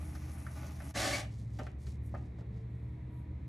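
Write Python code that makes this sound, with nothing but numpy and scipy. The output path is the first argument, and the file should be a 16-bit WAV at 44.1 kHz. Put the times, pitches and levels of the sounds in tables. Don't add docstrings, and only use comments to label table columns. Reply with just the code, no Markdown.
import sys
import numpy as np
from scipy import signal
from scipy.fft import rfft, irfft, next_fast_len
from scipy.io import wavfile
from scipy.ndimage import map_coordinates

SR = 44100
rng = np.random.default_rng(int(sys.argv[2]) if len(sys.argv) > 2 else 0)


def inscribe(sig):
    pcm = np.round(np.clip(np.atleast_2d(sig).T, -1, 1) * 32767)
    wavfile.write(sys.argv[1], SR, pcm.astype(np.int16))


N = 153468


def amp(db):
    return 10 ** (np.asarray(db) / 20)


def unit_rms(x):
    return x / np.sqrt(np.mean(x ** 2) + 1e-20)


def clock():
    return np.arange(N) / SR


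def along(points, hz):
    freqs, values = np.transpose(points)
    return np.interp(np.log(hz + 1), np.log(freqs + 1), values)


def curves(rows):
    times, *columns = np.transpose(rows)
    return [np.interp(clock(), times, column) for column in columns]


def wobble(per_s):
    return map_coordinates(rng.standard_normal(int(N * per_s / SR) + 4), [clock() * per_s])


def swell(centre_s, half_s):
    return np.exp(-((clock() - centre_s) / half_s) ** 2 / 2)


def bell(hz, centre_hz, octaves):
    return np.exp(-(np.log2((hz + 1) / centre_hz) / octaves) ** 2 / 2)


def filtered(x, response):
    size = next_fast_len(N + SR // 2)
    return irfft(rfft(x, size) * response(np.fft.rfftfreq(size, 1 / SR)), size)[..., :N]


def coloured(x, eq, peaks=()):
    def response(f):
        lift_db = sum(db / (1 + (2 * (f - hz) / width) ** 2) for hz, width, db in peaks)
        return amp(along(eq, f) + lift_db)
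    return unit_rms(filtered(x, response))


def grains(per_s, scatter_db):
    hits = rng.random(N) < per_s / SR
    return hits * rng.standard_normal(N) * amp(scatter_db * rng.standard_normal(N))


# (time [s], first [Hz], second [Hz], third [Hz])
ENGINE_PITCH = [(0, 78.28, 61, 64.5), (0.92, 75.28, 59, 63.6), (0.941, 70.02, 54.6, 63.5),
                (2.002, 72.52, 56.13, 63.2), (3.48, 77.97, 60.39, 63.6)]
# (time [s], first [dB], second [dB])
ENGINE_FADERS = [(0, -40, -63), (.25, -41, -53), (.4, -45, -51), (.92, -42.5, -49.5), (.96, -48, -44),
                 (1.55, -46, -44), (1.75, -48, -51.5), (2.0, -43.5, -44.5), (2.6, -49.5, -45.5),
                 (3.48, -45.5, -46.5)]
# (harmonic [number], first [dB], second [dB], third [dB])
ENGINE_HARMONICS = [(1, -0.5, -14.5, -2), (2, -14.5, 0, -4.5), (3, -27.5, -16.5, -12),
                    (4, -21.5, -24.5, -35)]
def engines(third_db=-49, flutter_db=1.6, drift_rad=0.17):
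    out = np.zeros(N)
    levels = curves(ENGINE_FADERS) + [third_db]
    balances = np.transpose(ENGINE_HARMONICS)[1:]
    for hz, level, harmonics in zip(curves(ENGINE_PITCH), levels, balances):
        phase = 2 * np.pi * np.cumsum(hz) / SR + drift_rad * wobble(7)
        for k, db in enumerate(harmonics, 1):
            gain = np.sqrt(2) * amp(level + db + flutter_db * wobble(5.99))
            out += gain * np.sin(k * phase + 2 * np.pi * rng.random())
    return out


# (frequency [Hz], gain [dB])
BED_EQ = [(25, -24), (40, 3.5), (130, 6), (300, -4.5), (420, -12.5), (600, -17), (800, -24.5),
          (1000, -24.5), (1500, -32.5), (1950, -25), (2300, -28), (2900, -40), (3900, -37.5), (4700, -47.5),
          (12000, -56.5)]
# (time [s], gain [dB])
AIR_RIDE = [(.9, 7), (1.4, 0.5), (2.1, 2.5)]
def studio_bed(level_db=-51.5, air_from_hz=650):
    mid, side = (coloured(rng.standard_normal(N), BED_EQ) for _ in range(2))
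    # (frequency [Hz], side gain [dB])
    spread = [(100, -31.5), (300, -12), (700, 1.5), (2000, -6), (8000, -6.5)]
    side = filtered(side, lambda f: amp(along(spread, f)))
    bed = amp(level_db) * np.array([mid + side, mid - side])
    rumble = filtered(bed, lambda f: f < air_from_hz)
    return rumble + amp(curves(AIR_RIDE)[0]) * (bed - rumble)


# (time [s], rasp [dB], hiss [dB], fizz [dB])
CUT_FADERS = [(0, -58, -68.5, -67.5), (.12, -60, -67, -66.5), (.18, -60, -62, -72.5),
              (.27, -60, -65, -74.5), (.35, -57, -67.5, -66), (.5, -58.5, -67.5, -68),
              (.56, -55.5, -61.5, -68.5), (.65, -50, -61, -77.5), (.75, -64.5, -62.5, -73.5),
              (.86, -52.5, -67, -63.5), (.915, -51.5, -56.5, -64), (.98, -120, -120, -120)]
# (frequency [Hz], gain [dB])
RASP_EQ = [(100, -18), (200, -5), (285, 2.5), (350, -10), (450, -28.5), (650, -6), (730, -19.5), (810, -8),
           (950, -21), (1200, -15), (1550, -23), (2400, -20), (3200, -31.5), (6000, -45)]
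HISS_EQ = [(1500, -4.5), (3200, -1.5), (6400, 5.5), (8000, -5.5), (12000, -1)]
FIZZ_EQ = [(3000, -36), (6000, -8), (9200, -2.5), (11400, 3), (12200, -23), (13000, -22)]
# (frequency [Hz], width [Hz], boost [dB])
BOWL_RESONANCES = [(833, 26, 2.5), (1167, 32, 7.5), (1478, 45, 11)]
LOOP_RESONANCES = [(5660, 300, 3), (9870, 320, 6.5)]
def trimming():
    rasp_db, hiss_db, fizz_db = curves(CUT_FADERS)
    coarse = grains(per_s=1200, scatter_db=1.0)
    rasp = coloured(coarse, RASP_EQ, BOWL_RESONANCES) * amp(rasp_db + 2.43 * wobble(35.25))
    fine = [grains(per_s=7000, scatter_db=2) * amp(1.3 * wobble(60)) for _ in range(2)]
    hiss = coloured(fine[0], HISS_EQ, LOOP_RESONANCES) * amp(hiss_db)
    fizz = coloured(fine[1], FIZZ_EQ, LOOP_RESONANCES) * amp(fizz_db)
    return rasp + hiss + fizz


# (time [s], thud [dB], ring [dB], clack [dB], click [dB], clack centre [Hz])
KNOCK_CUES = [(.151, -49, -52, -46.5, -51, 1480), (.465, -62, -59, -39.5, -59, 1390),
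              (.63, -44, -53, -52.5, -59, 1400), (.802, -54, -52, -41.5, -62, 1660),
              (.819, -51, -52, -59, -56, 1900), (1.05, -34, -37.5, -32, -47, 1510),
              (1.588, -43.5, -42, -41, -49, 1960), (1.595, -38.5, -40.5, -39.5, -59, 1350),
              (1.613, -39, -45, -58, -68, 1290), (1.666, -42.5, -53, -41, -56, 1800),
              (1.866, -50, -64, -52, -52, 1900), (2.14, -48, -39, -36.5, -68.5, 800),
              (2.147, -52, -45, -39.5, -62.5, 1440), (2.385, -52, -54, -60, -77, 1390),
              (2.409, -42.5, -56.5, -65, -72, 1400)]
# (frequency [Hz], gain [dB], decay T60 [s])
RING_MODES = [(251, -8, 0.15), (585.6, -2.5, 0.068), (648, -1.5, 0.04), (751, -1.5, 0.05),
              (854, -7.5, 0.067), (1210, 1, 0.059), (1339, -2.5, 0.077), (1537, 2, 0.047),
              (1832, 1.5, 0.044)]
# (frequency [Hz], gain [dB])
THUD_EQ = [(110, -35), (240, 9), (420, 1.5), (570, 0), (800, -6.5), (1400, -14), (3000, -70)]
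CLICK_EQ = [(1500, -17), (3300, -2.5), (6000, -2), (9000, -17), (13000, -13.5)]
def knocks(attack_s=0.0017, thud_t60=0.095, clack_t60=0.079, click_t60=0.033, clack_octaves=0.49):
    out, t = np.zeros(N + SR), np.arange(SR // 3) / SR
    thud_noise, click_noise = (coloured(rng.standard_normal(N), eq) for eq in (THUD_EQ, CLICK_EQ))
    for start, thud_db, ring_db, clack_db, click_db, clack_hz in KNOCK_CUES:
        span = slice(round(start * SR), round(start * SR) + len(t))
        clack_noise = filtered(rng.standard_normal(N), lambda f: bell(f, clack_hz, clack_octaves))
        ring = np.zeros(len(t))
        for hz, db, t60 in RING_MODES:
            drive = amp(ring_db) if hz < 1000 else amp(clack_db - 8.5) * bell(hz, clack_hz, clack_octaves)
            decay = amp(db + rng.normal(0, 1) - 60 * t / t60)
            ring += drive * decay * np.sin(2 * np.pi * (hz * t + rng.random()))
        thud = amp(thud_db - 8.5 - 60 * t / thud_t60) * thud_noise[span]
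        clack = amp(clack_db - 9.5 - 60 * t / clack_t60) * unit_rms(clack_noise)[span]
        click = amp(click_db - 60 * t / click_t60) * click_noise[span]
        out[span] += (ring + thud + clack + click) * (1 - np.exp(-t / attack_s))
    return out[:N]


# (time [s], level [dB])
SPECK_CUES = [(.317, -55), (0.524, -63), (0.566, -56.5), (.67, -54.5), (0.707, -59), (.8525, -58.5)]
def specks(t60=0.024):
    t = clock()
    envelope = sum((t >= start) * amp(db - 60 * np.abs(t - start) / t60) for start, db in SPECK_CUES)
    return envelope * coloured(rng.standard_normal(N), HISS_EQ, LOOP_RESONANCES)


# (time [s], wheel head [dB], grit [dB])
SCRAPE_FADERS = [(.93, -110, -110), (.942, -47.5, -53), (.958, -39, -44.5), (.98, -37, -40),
                 (1.06, -36, -39), (1.11, -37.5, -41.5), (1.165, -40, -43.5), (1.2, -43.5, -46.5),
                 (1.25, -54.5, -64.5), (1.3, -72, -76.5), (1.42, -110, -110)]
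# (frequency [Hz], gain [dB])
HEAD_EQ = [(100, -30), (220, -1), (320, -0.5), (460, -11.5), (570, 4.5), (740, -0.5), (850, -3.5),
           (980, -15), (1150, -2.5), (1330, -11), (1550, -5.5), (2200, -7), (2500, -15.5), (3500, -22.5),
           (7000, -64)]
GRIT_EQ = [(1200, -34), (2700, -4.5), (4000, 1.5), (6500, 0.5), (11000, -9), (13200, -18)]
# (frequency [Hz], width [Hz], gain [dB])
HEAD_RESONANCES = [(261.5, 20, 3.5), (590, 28, 1.5), (658, 16, -1.5), (780, 15, 6), (1139, 11, 6.5),
                   (1762, 17, 12), (2150, 25, 4.5), (2740, 31, 9), (4530, 20, 5.5), (5500, 46, 3.5)]
# (peak time [s], half length [s], pitch [Hz], level [dB])
SQUEAL_CUES = [(1.053, .006, 1520, -39), (1.135, .004, 2162, -35.5), (1.148, 0.01, 2243, -34.5)]
def scrape(squeal_octave_db=-7.5, squeal_rough_rad=0.38):
    head_db, grit_db = curves(SCRAPE_FADERS)
    slips = grains(per_s=22000, scatter_db=0.5) * amp(0.86 * wobble(260))
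    out = amp(head_db) * coloured(slips, HEAD_EQ, HEAD_RESONANCES)
    out += amp(grit_db) * coloured(slips, GRIT_EQ, HEAD_RESONANCES)
    for centre_s, half_s, hz, db in SQUEAL_CUES:
        phase = 2 * np.pi * hz * clock() + squeal_rough_rad * wobble(400)
        squeal = np.sin(phase) + amp(squeal_octave_db) * np.sin(2 * phase)
        out += amp(db) * swell(centre_s, half_s) * squeal
    return out


# (peak time [s], half length [s], level [dB], band centre [Hz])
BRUSH_CUES = [(1.323, .02, -71, 4600), (1.394, 0.042, -70, 5100), (1.554, .05, -74, 5230),
              (1.627, 0.055, -69, 4440), (1.822, 0.018, -70.5, 6000), (1.9, 0.034, -65.5, 5250),
              (2.07, 0.023, -70, 10800), (2.18, 0.083, -79, 4770), (2.401, 0.018, -75.5, 3700),
              (2.57, 0.04, -79.5, 4200), (2.844, .12, -88, 8000), (3.18, 0.04, -78, 12800)]
def brushes(octaves=0.74):
    out = np.zeros(N)
    for centre_s, half_s, db, hz in BRUSH_CUES:
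        friction = filtered(grains(per_s=8900, scatter_db=-5.5), lambda f: bell(f, hz, octaves))
        out += amp(db) * swell(centre_s, half_s) * unit_rms(friction)
    return out * amp(0.86 * wobble(70))


# (peak time [s], half length [s], pitch [Hz], level [dB])
WHINE_CUES = [(2.213, 0.37, 362, -66), (2.698, 0.36, 443, -67.5), (3.11, 0.22, 963, -74),
              (3.305, 0.3, 304.7, -59.5)]
def whines(rough_rad=0.68):
    out = np.zeros(N)
    for centre_s, half_s, hz, db in WHINE_CUES:
        envelope = np.sqrt(2) * amp(db + 2.2 * wobble(14)) * swell(centre_s, half_s)
        out += envelope * np.sin(2 * np.pi * hz * clock() + rough_rad * wobble(45))
    return out


# (frequency [Hz], decay T60 [s])
REVERB_DECAY = [(150, 0.15), (1000, 0.37), (4000, 0.26), (12000, 0.18)]
# (frequency [Hz], gain [dB])
REVERB_EQ = [(120, -35.5), (400, 2), (650, 2), (1500, -7), (2800, 5.5), (4500, -8.5)]
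# (frequency [Hz], side gain [dB])
TREBLE_SPREAD = [(7000, -49.5), (8500, 1.5), (10000, -6.5), (12000, 11)]
def room(x, send_db, smear_s=0.0032):
    hz, t, noise = signal.stft(rng.standard_normal((2, SR // 2)), SR, nperseg=256)
    decay = amp(-60 * t / along(REVERB_DECAY, hz)[:, None])
    tail = signal.istft(noise * decay, SR, nperseg=256)[1]
    wet = signal.fftconvolve(x[None], tail / np.linalg.norm(tail[0]), axes=1)[:, :N]
    wet = filtered(wet, lambda f: amp(send_db + along(REVERB_EQ, f)))
    smear = rng.standard_normal(SR // 50) * np.exp(-np.arange(SR // 50) / SR / smear_s)
    side = signal.fftconvolve(x, smear / np.linalg.norm(smear))[:N]
    side = filtered(side, lambda f: amp(along(TREBLE_SPREAD, f)))
    return np.array([x + side, x - side]) + wet


def scene():
    friction = room(trimming() + specks() + scrape() + brushes(), send_db=-8.5)
    impacts = room(knocks(), send_db=-5)
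    return friction + impacts + engines() + whines() + studio_bed()


def record(dry):
    dip_at_s, dip_half_s, dip_db = 0.932, 0.017, -11.5
    cutoff_hz = 12900
    dip = amp(dip_db * np.exp(-((clock() - dip_at_s) / dip_half_s) ** 2))
    return filtered(dry * dip, lambda hz: hz < cutoff_hz)


dry = scene()
out = record(dry)
inscribe(out)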